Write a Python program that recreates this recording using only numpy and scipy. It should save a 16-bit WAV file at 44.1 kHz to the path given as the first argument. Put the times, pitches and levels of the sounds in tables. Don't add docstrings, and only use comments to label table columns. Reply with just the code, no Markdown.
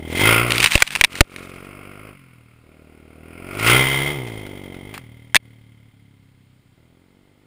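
import sys
import numpy as np
from scipy import signal
from scipy.fft import rfft, irfft, next_fast_len
from scipy.io import wavfile
from scipy.ndimage import uniform_filter1d, minimum_filter1d, map_coordinates

SR = 44100
rng = np.random.default_rng(int(sys.argv[2]) if len(sys.argv) > 2 else 0)


def to_wav(s):
    ch = np.atleast_2d(s).T
    pcm = np.round(np.clip(ch, -1, 1) * 32767)
    wavfile.write(sys.argv[1], SR, pcm.astype(np.int16))


N = 328986
T = np.arange(N) / SR


def amp(db):
    return 10 ** (np.asarray(db) / 20)


def unit(x):
    return x / np.sqrt(np.mean(x ** 2) + 1e-20)


def along(points, hz):
    point_hz, values = np.transpose(points)
    return np.interp(np.log(hz + 1), np.log(point_hz + 1), values)


def curves(rows):
    time_s, *columns = np.transpose(rows)
    return [np.interp(T, time_s, column) for column in columns]


def wobble(rate_hz):
    knots = rng.standard_normal(int(N * rate_hz / SR) + 4)
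    coarse_s = T[::16]
    return np.interp(T, coarse_s, map_coordinates(knots, [coarse_s * rate_hz]))


def filtered(x, response):
    m = next_fast_len(N + 8192)
    return irfft(rfft(x, m) * response(np.fft.rfftfreq(m, 1 / SR)), m)[..., :N]


def causal(points, size=8192):
    hz = np.fft.rfftfreq(size, 1 / SR)
    cepstrum = irfft(np.log(amp(along(points, hz))))
    folded = 2 * cepstrum * (np.arange(size) < size // 2)
    return hz, np.exp(rfft(folded) - cepstrum[0])


def in_case(x, spectrum):
    # centre_hz, width_hz, gain_db
    case_modes = [(1000, 110, 1.5), (1420, 100, 4), (2140, 220, 2.5), (3200, 73, 4.5), (5950, 650, -11.5),
                  (8800, 200, 9), (9810, 450, 9), (11840, 4500, -5), (14200, 390, 11.5), (15100, 280, 7.5)]

    def response(f):
        peaks_db = sum(db / (1 + (2 * (f - hz) / width_hz) ** 2) for hz, width_hz, db in case_modes)
        return amp(along(spectrum, f) + peaks_db)

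    return unit(filtered(x, response))


def air():
    # hz, relative_db_per_hz
    field_colour = [(25, 0.5), (120, 3), (300, -1), (600, -10.5), (1600, -13.5), (2200, -12.5),
                    (4000, -16.5), (6000, -21), (7500, -22), (9800, -25), (12000, -31), (15000, -26)]
    level_db = -61.5 + .7 * wobble(2)
    return amp(level_db) * in_case(rng.standard_normal(N), field_colour)


def grit(density_hz, spread_db, clump_db):
    # hz, relative_db_per_hz
    grain_colour = [(350, -47.5), (600, -16.5), (788, -12), (1390, -8), (2400, -3), (3070, -6),
                    (6060, -17.5), (9630, -13.5), (12000, -40.5), (14300, -14.5), (15500, -32)]
    # peak_s, peak_level_db, t60_s
    sprays = [(0.209, -20, .45), (.54, -30, 0.44), (.645, -14.5, .25), (.745, -20, 0.47), (.88, -34, 1.2),
              (1.17, -40.5, 1.4), (3.689, -17.5, .3), (4.27, -49.5, 1.2)]
    rise_db_per_s = 219
    sizes = amp(spread_db * rng.standard_normal(N) + clump_db * wobble(70))
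    grains = (rng.random(N) < density_hz / SR) * rng.standard_normal(N) * sizes
    impulse = irfft(causal(grain_colour)[1])
    flow = 0
    for s, db, t60_s in sprays:
        drop_db = np.maximum(rise_db_per_s * (s - T), 60 * (T - s) / t60_s)
        flow = flow + amp(db - drop_db)
    return flow * unit(signal.fftconvolve(grains, impulse)[:N])


def chassis():
    # start_s, relative_level_db, t60_s
    knocks = [(4.2745, -23, 0.035), (4.2987, -21.5, 0.02), (4.3406, -33, 0.037), (4.466, -16, 0.017),
              (4.744, -27, 0.038), (4.94, -17.5, 0.13), (4.9782, -10, 0.014)]
    colour = [(300, -12), (900, -2.5), (2500, -3.0), (4500, -13.5), (9000, -18), (15000, -22)]
    blows = sum(amp(db - 60 * np.maximum(T - s, 0) / t60_s) * (T >= s) for s, db, t60_s in knocks)
    return amp(-12.5) * blows * in_case(rng.standard_normal(N), colour)


def strike(t, t60_s, pitch, crack):
    # nominal_hz, nominal_db
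    shell_modes = [(780, -14), (1050, -7.5), (1420, -12), (1880, 1), (2200, 0), (2460, 2.5), (2700, 2.5),
                   (3150, -9), (3650, -1.5), (4590, -8), (8250, -14.5), (9300, -4.5), (9850, -21.5),
                   (14400, -21)]
    hz, db = np.transpose(shell_modes)[:, :, None]
    strength, detune, phase = rng.standard_normal((3, len(hz), 1))
    mode_hz = hz * pitch * (1 + .03 * detune)
    ring = np.sum(amp(db + 2 * strength) * np.sin(2 * np.pi * (mode_hz * t + phase)), axis=0)
    colour = amp(along(shell_modes, np.fft.rfftfreq(len(t), 1 / SR)))
    snap = unit(irfft(rfft(rng.standard_normal(len(t))) * colour, len(t)))
    envelope = amp(-60 * t / t60_s) * (1 - np.exp(-t / 0.00017))
    blow = (unit(ring) + crack * snap) * envelope
    return blow / np.max(abs(blow))


def stones(thud_time_s):
    # start_s, crack_peak_db, thud_gain_db, pitch_factor
    blows = [(0.506, -2, -48, 1), (.52, -1, -40, 1.19), (.558, -8, -42, 0.98), (.581, -3, -43, 1.36),
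             (.602, -3, -42, 1), (.608, -6, -33, 1.04), (0.629, -6, -36, 1), (.642, 4, -44.5, 1.05),
             (.646, 3, -26.5, 0.95), (.66, 6.5, -34, 1.05), (0.673, -2, -41.5, 0.92),
             (0.72, -4, -38.5, 0.89), (.733, -9, -38, 1.05), (.754, 7.5, -5, 1), (0.778, -.5, -43, .9),
             (.804, -5.5, -44, 1), (.822, 11.5, -15.5, .85), (.868, -10.5, -51, 0.83),
             (.876, -7, -43, 1.08), (.906, -12.5, -55, 0.92), (0.9525, -3.5, -46, 1.03),
             (.96, -3.5, -38.5, 0.96), (.971, -19, -43, 1), (1.0112, 9, -18, 0.88), (1.039, 9, -21.5, 1),
             (1.046, 11.5, -29, 0.96), (1.13, -20.5, -51, 1.14), (1.154, -17.5, -57, 0.82),
             (1.2074, 19, 7.5, 0.82), (1.362, -17.5, -50, 1.17), (5.346, 4.5, -28.5, 0.9),
             (5.3557, 5, -23, 0.88), (5.364, 11.5, -30, 0.98)]
    # mode_hz, relative_db, t60_s
    knock_modes = [(271.7, -6.5, 0.011), (349.6, -5.5, 0.033), (578, -5, 0.042)]
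    out, t = np.zeros(N + SR), np.arange(SR // 10) / SR
    u = t / thud_time_s
    swing = -4 * u * (1 - u / 2) * np.exp(-u)
    knock = sum(amp(db - 60 * t / t60_s) * np.sin(2 * np.pi * hz * t) for hz, db, t60_s in knock_modes)
    thud = swing + amp(-0.5) * knock
    for s, db, thud_db, pitch in blows:
        crack = amp(db) * strike(t, t60_s=0.015, pitch=pitch, crack=.85)
        out[round(s * SR):][:len(t)] += crack + amp(thud_db) * thud
    return out[:N]


def heard():
    # time_s, in_front_m
    track = [(0, 4), (.27, 0), (.6, -1.55), (.8, -3), (2.1, -4.5), (2.65, -10), (3.05, -8.5), (3.35, -4.5),
             (3.72, 0), (3.85, 1.17), (4.08, 2), (4.22, 3), (4.9, 4.5), (6, 10.5), (6.7, 16), (7.46, 20.5)]
    pass_height_m, side_blend_m = 1, .6
    x_m, = curves(track)
    return np.hypot(x_m, pass_height_m), (1 + np.tanh(x_m / side_blend_m)) / 2


def rasp_swell():
    # start_s, end_s
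    spells = [(.16, 0.41), (3.62, 4.13)]
    gain_db, fade_s = 7, .04

    def edge(s):
        return np.tanh((T - s) / fade_s) / 2

    return amp(gain_db * sum(edge(start_s) - edge(end_s) for start_s, end_s in spells))


def pipe_towards_camera(distance_m, turn_time_s):
    return uniform_filter1d(1. * (np.gradient(distance_m) > 0), size=round(turn_time_s * SR))


def loudness(rate_hz, throttle, distance_m, front):
    voices = dict(
        thump=(-27, 8.5, 0.48, -5.5, 4),
        hum=(-24, 9, 3.5, 6, 4.5),
        bark=(-24.5, 9.5, 5, 6.5, 4),
        rumble=(-41.5, 8.5, 1.5, 0, 6.5),
        chuff=(-27, 9, 4.5, 4.5, -1.5),
        crack=(-30, 7, 6, -0.5, -13),
        rasp=(-21, 11.5, 0.93, 4, 0.47))
    idle_feed, cruise_rate_hz = 0.027, 48.2
    gas_share = (throttle + idle_feed) / (1 + idle_feed)
    far, gas, revs = np.log2([distance_m, gas_share, rate_hz / cruise_rate_hz])
    return {name: amp(db - far_db * far + gas_db * gas + revs_db * revs + front_db * front)
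            for name, (db, far_db, gas_db, revs_db, front_db) in voices.items()}


def crank(jitter):
    # time_s, firings_hz
    firing_rate = [(0, 39.9), (.12, 39.9), (.28, 56.4), (.36, 56.1), (.45, 60.6), (.53, 56.7), (.62, 61.4),
                   (.9, 49), (1.1, 45.5), (1.6, 45.4), (1.73, 49.6), (1.92, 48), (2.03, 53.8), (2.25, 43),
                   (2.4, 39), (3.15, 38.6), (3.3, 41.2), (3.52, 47.7), (3.7, 59.4), (3.8, 66.1), (4, 67.8),
                   (4.13, 74.1), (4.2, 64.6), (4.3, 56), (4.45, 50.2), (4.78, 45), (4.92, 53.5),
                   (5.05, 37.8), (5.25, 39.2), (5.9, 36), (6.7, 30.7), (6.78, 39), (7.1, 46.4),
                   (7.46, 50.6)]
    misfires = [5.903, 6.625, 6.757]
    rate_hz, = curves(firing_rate)
    cycles = np.cumsum(rate_hz * (1 + jitter * wobble(45))) / SR
    fired = np.ones(N)
    for s in misfires:
        missed = np.round(np.interp(s, T, cycles))
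        fired[np.floor(cycles + .15) == missed] = 0.19
    return rate_hz, cycles, uniform_filter1d(fired, size=100)


def strengths(cycles, scatter_db):
    sizes = amp(scatter_db * rng.standard_normal(1024))
    return uniform_filter1d(sizes[cycles.astype(int)], size=60)


def exhaust(rate_hz, cycles, throttle, front, split_hz, echo, round_trip_s, smear, count=22):
    # hz, relative_db
    loaded_pulse = [(25, -21.5), (45, -4.5), (58, 1.5), (90, -1.5), (113, -8.5), (148, 3), (200, 1),
                    (290, 3.5), (380, -2), (470, -4), (580, -16.5), (680, -11), (850, -5), (1080, -10.5),
                    (1500, -17)]
    coasting_pulse = [(25, -29), (40, -20.5), (80, -5.5), (115, 4), (155, -7), (195, -3.5), (235, -12),
                      (275, -5), (330, -23.5), (500, -28), (1500, -42)]
    step = 8
    rate_hz, cycles, throttle, front = [x[::step] for x in (rate_hz, cycles, throttle, front)]
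    order = np.arange(1, count + 1)[:, None]
    hz = order * rate_hz
    (grid_hz, loaded), (_, coasting) = causal(loaded_pulse), causal(coasting_pulse)
    pipe = throttle * np.interp(hz, grid_hz, loaded) + (1 - throttle) * np.interp(hz, grid_hz, coasting)
    pipe = pipe * (1 + echo * np.exp(-2j * np.pi * hz * round_trip_s))
    pipe = pipe * np.exp(-1j * smear * (1.3 - front) * (hz / 400) ** 2)
    pipe = pipe * amp(-8 * (2 - front) * (hz / 800) ** 2)
    size = abs(pipe)
    wave = -(pipe * np.exp(2j * np.pi * order * cycles)).real
    high = np.clip((hz - split_hz) / 100 + .5, 0, 1)
    shares = [np.sqrt(1 - high) * (order != 2), order == 2, high]
    parts = []
    for share in shares:
        rms = np.sqrt(np.sum((share * size) ** 2, axis=0) / 2 + 1e-12)
        parts.append(np.sum(share * wave, axis=0) / rms)
    return signal.resample_poly(parts, step, 1, axis=1, window=("kaiser", 10))[:, :N]


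def puffs(rate_hz, cycles, delay_cycles, rise_s, decay_s, between):
    age_s = ((cycles - delay_cycles) % 1) / rate_hz
    gate = (1 - np.exp(-age_s / rise_s)) * np.exp(-age_s / decay_s)
    return (unit(gate) + between) / (1 + between) * rng.standard_normal(N)


def bursts(rate_hz, cycles, between, share, ring_time_s):
    slaps = np.diff(np.floor(cycles - .06), prepend=-1)
    t = np.arange(SR // 50) / SR
    shell = rng.standard_normal(len(t)) * (1 - np.exp(-t / 0.00057)) * np.exp(-t / ring_time_s)
    ring = unit(signal.fftconvolve(slaps, shell)[:N])
    gas = unit(puffs(rate_hz, cycles, delay_cycles=0.067, rise_s=0.0028, decay_s=0.006, between=between))
    return np.sqrt(share) * ring + np.sqrt(1 - share) * gas


def quad():
    # time_s, opening_0_to_1
    throttle_rows = [(0, 0.73), (.61, 0.51), (.68, 0), (.9, 0), (1.12, 0.49), (2.11, 0.41), (2.17, 0),
                     (2.62, 0.16), (2.7, .86), (3.74, 0.6), (3.86, .22), (4.15, 0.68), (4.94, .45),
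                     (5.02, 0.09), (6.72, 0), (6.78, 0.3), (7.46, 0.59)]
    # hum_hz, gain_db
    hum_resonance = [(60, -0.5), (80, 1.5), (93, -4.5), (105, -0.5), (118, 2.5), (135, 3), (148, -1.5)]
    # hz, relative_db_per_hz
    behind_colour = [(500, -22), (800, -21), (1050, -5), (1400, -1.5), (1700, -11), (2200, -0.5),
                     (2700, -2), (3900, -28), (5000, -17), (6000, -28), (7500, -27), (9600, -16),
                     (12000, -22.5), (14500, -22.5)]
    front_colour = [(500, -18), (900, -7), (1200, -11.5), (1450, -12.5), (1800, -12.5), (2130, 1),
                    (2650, -13.5), (3270, -3.5), (4100, -22.5), (6000, -18.5), (8000, -26.5), (9600, -15.5),
                    (12000, -30), (14500, -22.5)]
    rumble_colour = [(20, 0), (60, 0), (300, -5), (500, -13), (1200, -50)]
    chuff_colour = [(200, -14), (420, -1.5), (650, 0), (900, -14), (1500, -21.5), (4000, -67.5)]
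    crack_colour = [(400, -45.5), (850, -21), (1180, -1), (1400, -0.5), (1750, -15), (4000, -46)]

    rate_hz, cycles, fired = crank(jitter=.002)
    throttle = np.clip(curves(throttle_rows)[0], 0, 1)
    distance_m, front = heard()
    gain = loudness(rate_hz, throttle, distance_m, front)

    thump, hum, bark = exhaust(rate_hz, cycles, throttle, front,
                               split_hz=320, echo=0.21, round_trip_s=.0078, smear=2.7)
    hum = hum * amp(along(hum_resonance, 2 * rate_hz))
    gas = puffs(rate_hz, cycles, delay_cycles=.045, rise_s=.001, decay_s=0.0069, between=1.5)
    rumble, chuff = in_case(gas, rumble_colour), in_case(gas, chuff_colour)
    clicks = np.diff(np.floor(cycles - .05), prepend=-1)
    crack = in_case(clicks, crack_colour) * pipe_towards_camera(distance_m, turn_time_s=0.12)
    voices = dict(thump=thump, hum=hum, bark=bark, rumble=rumble, chuff=chuff, crack=crack)
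    pipe = sum(gain[name] * voice for name, voice in voices.items())

    between = 0.63 + distance_m / 3.7
    behind = in_case(bursts(rate_hz, cycles, between, share=.3, ring_time_s=.005), behind_colour)
    ahead = in_case(bursts(rate_hz, cycles, between, share=.45, ring_time_s=.0065), front_colour)
    rasp = gain["rasp"] * rasp_swell() * (np.sqrt(1 - front) * behind + np.sqrt(front) * ahead)
    return fired * strengths(cycles, scatter_db=.5) * pipe + strengths(cycles, scatter_db=1) * rasp


def scene():
    sound = air() + grit(density_hz=3700, spread_db=2, clump_db=4.5) + chassis()
    sound = sound + stones(thud_time_s=.0035) + quad()
    return np.array([sound, sound])


def ducked(x, threshold_db, release_db_per_s, lag_s):
    pole = np.exp(-1 / (lag_s * SR))
    level_db = 10 * np.log10(signal.lfilter([1 - pole], [1, -pole], x[0] ** 2) + 1e-12)
    excess_db = np.maximum(level_db - threshold_db, 0)
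    excess_db = -minimum_filter1d(-excess_db, size=1100, origin=549)
    release_db = release_db_per_s * T
    cut_db = np.maximum.accumulate(excess_db + release_db) - release_db
    return x * amp(-np.interp(T - lag_s, T, cut_db))


def record(dry):
    top_hz = 15600
    loud = np.clip(ducked(dry, threshold_db=-10.5, release_db_per_s=149.0, lag_s=0.0072), -1, 1)
    return filtered(loud, lambda hz: 1 / (1 + (hz / top_hz) ** 120))


dry = scene()
out = record(dry)
to_wav(out)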